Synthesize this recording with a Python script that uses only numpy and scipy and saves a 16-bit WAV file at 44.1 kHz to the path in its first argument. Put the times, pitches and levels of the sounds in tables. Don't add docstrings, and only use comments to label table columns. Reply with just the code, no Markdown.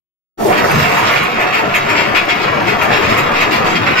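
import sys
import numpy as np
from scipy import signal
from scipy.fft import rfft, irfft, next_fast_len
from scipy.io import wavfile

SR = 44100
rng = np.random.default_rng(int(sys.argv[2]) if len(sys.argv) > 2 else 0)


def generate_wav(sig):
    pcm = np.round(np.clip(np.atleast_2d(sig).T, -1, 1) * 32767).astype(np.int16)
    wavfile.write(sys.argv[1], SR, pcm)


N = 176400

# pitch_hz, gain_db
LINK_COLOUR = [(400, -18), (1000, 0), (1400, 3.5), (1620, -4.5), (1780, -2), (2200, 0.5), (2750, -2.5),
               (3000, -7), (3300, -10.5), (3700, -12), (4700, -14), (5200, -13), (6200, -24.5), (7500, -20),
               (8800, -51), (11000, -36), (13000, -33), (15500, -80)]
# pitch_hz, gain_db
RUST_COLOUR = [(500, -2), (2000, 3.5), (5000, 11.5), (7500, 5), (9000, -2.5), (11000, 4), (13000, 3.5),
               (14300, 7), (15500, -17)]
# start_s, clang_db, ring_db, sizzle_db, length_s (how fast the volley fades)
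WHEEL_SLAMS = [(.57, -10, -27.5, -37, 0.03), (0.708, -3.5, -38, -27, 0.0067),
               (0.776, -13.5, -30.5, -35.5, 0.058), (.825, -9, -34, -53, 0.052),
               (.963, -11, -53, -35, 0.047), (1.054, -11.5, -24.5, -49, 0.042),
               (1.10, -10, -43, -38, 0.073), (1.16, -7, -25, -48, 0.016), (1.226, -7.5, -48, -35, 0.014),
               (1.396, -8, -33, -37, 0.032), (1.526, -7, -29.5, -42, 0.046), (1.571, -11, -34, -39, 0.031),
               (1.74, -3.5, -27.5, -30.5, 0.029), (1.886, -7.5, -30.5, -37, 0.038),
               (1.954, -7.5, -26.5, -48, 0.069), (2.149, -3, -22, -39, 0.035),
               (2.288, -4.5, -23.5, -48, 0.03), (2.415, -18, -26.5, -52, 0.022),
               (2.67, -8.5, -28, -43, 0.042), (2.814, -6, -31, -32.5, 0.024),
               (2.913, -10, -25.5, -49, 0.067), (3.02, -10.5, -29, -48, 0.054),
               (3.079, -15, -29.5, -41, 0.065), (3.166, -6.5, -31, -33, 0.034),
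               (3.339, -11.5, -30.5, -52, 0.13), (3.402, -4.5, -26, -36, 0.03),
               (3.51, -10.5, -24, -37.5, 0.054), (3.645, -17, -30, -44, 0.096),
               (3.754, -7, -21.5, -56, 0.015), (3.866, -2, -27.5, -47, 0.015),
               (3.972, -4.5, -24, -49, 0.036)]
CLANG_TRIM_DB, RING_TRIM_DB, SIZZLE_TRIM_DB = -8, 2.5, 1.5
STRIKE = 1.7


def slams(modes):
    out = np.zeros((2, N + SR))
    for start_s, clang_db, ring_db, sizzle_db, length_s in WHEEL_SLAMS:
        struck = volley(modes, length_s, STRIKE)
        neighbour = volley(modes, length_s, 0)
        steel = coloured(struck + neighbour, LINK_COLOUR)
        rust = coloured(neighbour, RUST_COLOUR)
        clang = filtered(steel, lambda hz: below(hz, 2800) * (1 - 0.63 * below(hz, 1660)))
        ring = filtered(steel, lambda hz: 1 - below(hz, 3070))
        sizzle = filtered(rust, lambda hz: 1 - below(hz, 6200))
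        parts = [(clang_db + CLANG_TRIM_DB, clang),
                 (ring_db + RING_TRIM_DB, ring),
                 (sizzle_db + SIZZLE_TRIM_DB, sizzle)]
        size = steel.shape[1]
        spread = np.sqrt(abs(length_s) * SR / size)
        place = out[:, int(start_s * SR):][:, :size]
        for db, part in parts:
            place += amp(db) * unit(part) * spread
    return out[:, :N]


CHATTER_PER_S, CHATTER_RISE_S = 480, .006


def volley(modes, length_s, strike):
    t = np.arange(SR // 5) / SR
    swell = np.exp(-(t / length_s) ** 2) * (1 - np.exp(-t / CHATTER_RISE_S))
    hits = contacts(len(t), CHATTER_PER_S, scatter_db=1.5) * swell
    hits = hits + strike * (t == 0)
    return signal.fftconvolve(hits[None], link(modes), axes=1)


# pitch_hz, gain_db
SET_MODES = [(1768, -4), (2198, -4), (3236, 2)]


def link_modes(count=48):
    low_hz = np.linspace(750, 2950, count) + 18 * rng.standard_normal(count)
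    high_count = count - 20
    high_hz = np.geomspace(3100, 8500, high_count) * np.exp(.008 * rng.standard_normal(high_count))
    top_hz = rng.uniform(8500, 15500, count)
    set_hz, set_db = np.transpose(SET_MODES)
    low_db = rng.uniform(-4, 0, count)
    high_db = rng.uniform(-3, 1, high_count)
    top_db = rng.uniform(-6, -2, count)
    return np.r_[low_hz, high_hz, top_hz, set_hz], amp(np.r_[low_db, high_db, top_db, set_db])


LINK_T60, TREBLE_T60, CRACK_T60 = 0.135, .09, .015
CRACK_DB = -19
LINK_SPREAD = .016


def link(modes, size=8192):
    hz, gain = modes
    hz = hz * (1 + LINK_SPREAD * rng.standard_normal(len(hz)))
    weight = gain * hz ** .2 * amp(2.5 * rng.standard_normal(len(hz)))
    bins = np.clip(np.round(hz * size / SR).astype(int), 0, size // 2)
    spectrum = np.zeros((2, size // 2 + 1), complex)
    spectrum[:, bins] = weight * np.exp(2j * np.pi * rng.random((2, len(hz))))
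    high = np.fft.rfftfreq(size, 1 / SR) > 7000
    fall = -60 * np.arange(size) / SR
    body = irfft(spectrum * ~high) * amp(fall / LINK_T60)
    treble = irfft(spectrum * high) * amp(fall / TREBLE_T60)
    return unit(body + treble) + amp(CRACK_DB) * burst(CRACK_T60, size=size)


# time_s, knocks_db, scrape_db (rusty scraping)
JOSTLE_LEVELS = [(.39, -47, -38), (.5, -26, -35.5), (.53, -15, -44), (.65, -24.5, -32), (.8, -16, -30.5),
                 (1.15, -15.5, -36.5), (1.32, -16.5, -41.5), (1.66, -18.5, -43.5), (2.0, -16.5, -40),
                 (2.25, -18.5, -42.5), (2.55, -18, -42.5), (2.78, -19.5, -40.5), (2.95, -17.5, -39),
                 (3.25, -17.5, -39.5), (3.48, -20.5, -42), (4, -14.5, -42)]
JOSTLE_PER_S, SCRAPE_PER_S = 110, 450


def jostling(modes):
    knock_level, scrape_level = levels(JOSTLE_LEVELS)
    knocks = rattle(lambda: link(modes), JOSTLE_PER_S, scatter_db=2.5, count=40)
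    grind = rattle(lambda: link(modes), SCRAPE_PER_S, scatter_db=3, count=40)
    knocks = amp(-1.5) * knock_level * coloured(knocks, LINK_COLOUR)
    scrape = amp(4.5) * scrape_level * coloured(grind, RUST_COLOUR)
    return knocks + scrape


def chain():
    modes = link_modes()
    return slams(modes) + jostling(modes)


# pitch_hz, gain_db
LURCH_COLOUR = [(70, -32), (200, -7.5), (370, 0), (550, -8), (760, 1.5), (900, -9.5), (1300, -31),
                (3000, -35.5)]


def lurch():
    return roar(peak_s=0.48, length_s=0.059, db=-11, colour=LURCH_COLOUR)


# pitch_hz, gain_db
BOOM_COLOUR = [(60, -25), (130, 0), (210, -3), (1500, -80)]


def boom():
    return roar(peak_s=0.765, length_s=0.039, db=-16, colour=BOOM_COLOUR)


def roar(peak_s, length_s, db, colour):
    level, = levels([(0, db)])
    t = np.arange(N) / SR
    swell = level * np.exp(-.5 * ((t - peak_s) / length_s) ** 2)
    return swell * coloured(rattle(knock, 600, scatter_db=1, count=200), colour)


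# time_s, rumble_db (deck), clatter_db (pipe)
HULL_LEVELS = [(.4, -20, -26.5), (.47, -20.5, -20.5), (.62, -20.5, -14), (.69, -23.5, -15),
               (.79, -18.5, -17.5), (.88, -23.5, -16.5), (1.03, -23, -16.5), (1.25, -26.5, -18.5),
               (1.33, -23, -23), (1.41, -29, -14.5), (1.49, -26.5, -19.5), (1.58, -25.5, -16),
               (1.7, -24, -20.5), (2.12, -24, -17.5), (2.19, -31, -20.5), (2.5, -21, -18),
               (2.78, -21.5, -17), (2.95, -21.5, -15.5), (3.38, -23, -16.5), (3.5, -23, -17.5),
               (3.67, -20, -17), (3.82, -20, -19.5), (4, -23, -20)]
# pitch_hz, gain_db
DECK_COLOUR = [(20, -38), (40, -18), (70, -9.5), (110, -1), (170, -2.5), (250, 1.5), (350, -10),
               (1500, -60)]
# pitch_hz, gain_db
PIPE_COLOUR = [(120, -9), (250, -9), (350, 1), (550, 1), (750, 4.5), (840, 0), (1200, 1.5), (1480, -5),
               (1700, -2.5), (3000, -21.5), (8000, -60.5)]
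CLATTER_PER_S, THUMPS_PER_S = 260, 220


def hull():
    rumble, clatter = levels(HULL_LEVELS)
    deck = coloured(rattle(knock, THUMPS_PER_S, scatter_db=2.5, count=150), DECK_COLOUR)
    pipe = coloured(rattle(knock, CLATTER_PER_S, scatter_db=3, count=90), PIPE_COLOUR)
    return amp(-2.0) * rumble * deck + amp(1.0) * clatter * pipe


def knock():
    return burst(0.066, size=2048)


# pitch_hz, t60_s (time to fade by 60 dB)
ECHO_FADE = [(100, 0.4), (1000, 0.3), (4000, 0.29), (14000, 0.12)]


def steelwork(x):
    hz, t, noise = signal.stft(rng.standard_normal((2, SR // 2)), SR, nperseg=256)
    fade = amp(-60 * t / along(ECHO_FADE, hz)[:, None])
    tail = signal.istft(noise * fade, SR, nperseg=256)[1]
    return signal.fftconvolve(x, tail / np.linalg.norm(tail[0]), axes=1)[:, :N]


# pitch_hz, likeness (0 to 1)
LIKENESS = [(30, .6), (100, .86), (300, .78), (600, .62), (1100, .25), (2200, .4), (5000, .25), (13000, .3)]
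# pitch_hz, difference_db
SIDE_BALANCE = [(60, 0), (150, -2.5), (350, 4.5), (700, -2), (2500, -1.7), (6000, -2), (13000, -5)]
# pitch_hz, lead_rad
LEFT_LEAD = [(0, 0), (80, 0), (200, .55), (450, 1.4), (1300, 1.7), (2300, .2), (4200, 0), (7000, 2.5)]


def ports(pair):
    def mixing(hz):
        angle = np.arccos(np.clip(along(LIKENESS, hz), -1, 1)) / 2
        return np.array([np.cos(angle), np.sin(angle)])

    def offset(hz):
        half = np.array([[.5], [-.5]])
        return amp(half * along(SIDE_BALANCE, hz)) * np.exp(1j * half * along(LEFT_LEAD, hz))

    mid, side = filtered(pair, mixing)
    return filtered(np.array([mid + side, mid - side]), offset)


# time_s, difference_db
LISTENER_TURN = [(1.2, 0.5), (2.0, 4), (4, 3)]


def turned(x):
    lean_db = np.interp(np.arange(N) / SR, *np.transpose(LISTENER_TURN))
    return x * amp([lean_db / 2, -lean_db / 2])


def amp(db):
    return 10 ** (np.asarray(db) / 20)


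def unit(x):
    return x / np.sqrt(np.mean(x ** 2) + 1e-20)


def along(points, hz):
    f, v = np.transpose(points)
    return np.interp(np.log(hz + 1), np.log(f + 1), v)


START_S, RISE_S = 0.3738, 0.033


def levels(rows):
    t = np.arange(N) / SR
    time_s, *columns = np.transpose(rows)
    started = np.clip((t - START_S) / RISE_S, 0, 1)
    return [amp(np.interp(t, time_s, column)) * started for column in columns]


def filtered(x, response):
    n = x.shape[-1]
    m = next_fast_len(n + 4096)
    return irfft(rfft(x, m) * response(np.fft.rfftfreq(m, 1 / SR)), m)[..., :n]


def below(hz, edge_hz):
    return 1 / (1 + (hz / edge_hz) ** 10)


def coloured(x, spectrum):
    return unit(filtered(x, lambda hz: amp(along(spectrum, hz))))


def contacts(n, rate, scatter_db):
    turns = np.arange(int(n * rate / SR))
    at = ((turns + rng.random(len(turns))) * SR / rate).astype(int)
    strength = amp(scatter_db * np.clip(rng.standard_normal(len(at)), -2, 2))
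    return np.bincount(at, strength, n)


def burst(t60, size=4096):
    return unit(rng.standard_normal((2, size)) * amp(-60 * np.arange(size) / SR / t60))


def rattle(ring, rate, scatter_db, count=24):
    rings = [ring() for _ in range(count + 1)]
    hits = contacts(N, rate, scatter_db)
    size = rings[0].shape[1]
    out = np.zeros((2, N + size))
    for i in np.flatnonzero(hits):
        spot = int(count * i / N + rng.random())
        out[:, i:i + size] += hits[i] * rings[spot]
    return out[:, :N]


def scene():
    direct = chain() + lurch() + boom() + hull()
    echo = amp(-10) * steelwork(direct)
    return turned(ports(direct + echo))


TOP_HZ = 15700


def record(dry):
    rounded = dry / (1 + np.abs(dry) ** 10) ** (1 / 10)
    return filtered(rounded, lambda hz: hz < TOP_HZ)


dry = scene()
out = record(dry)
generate_wav(out)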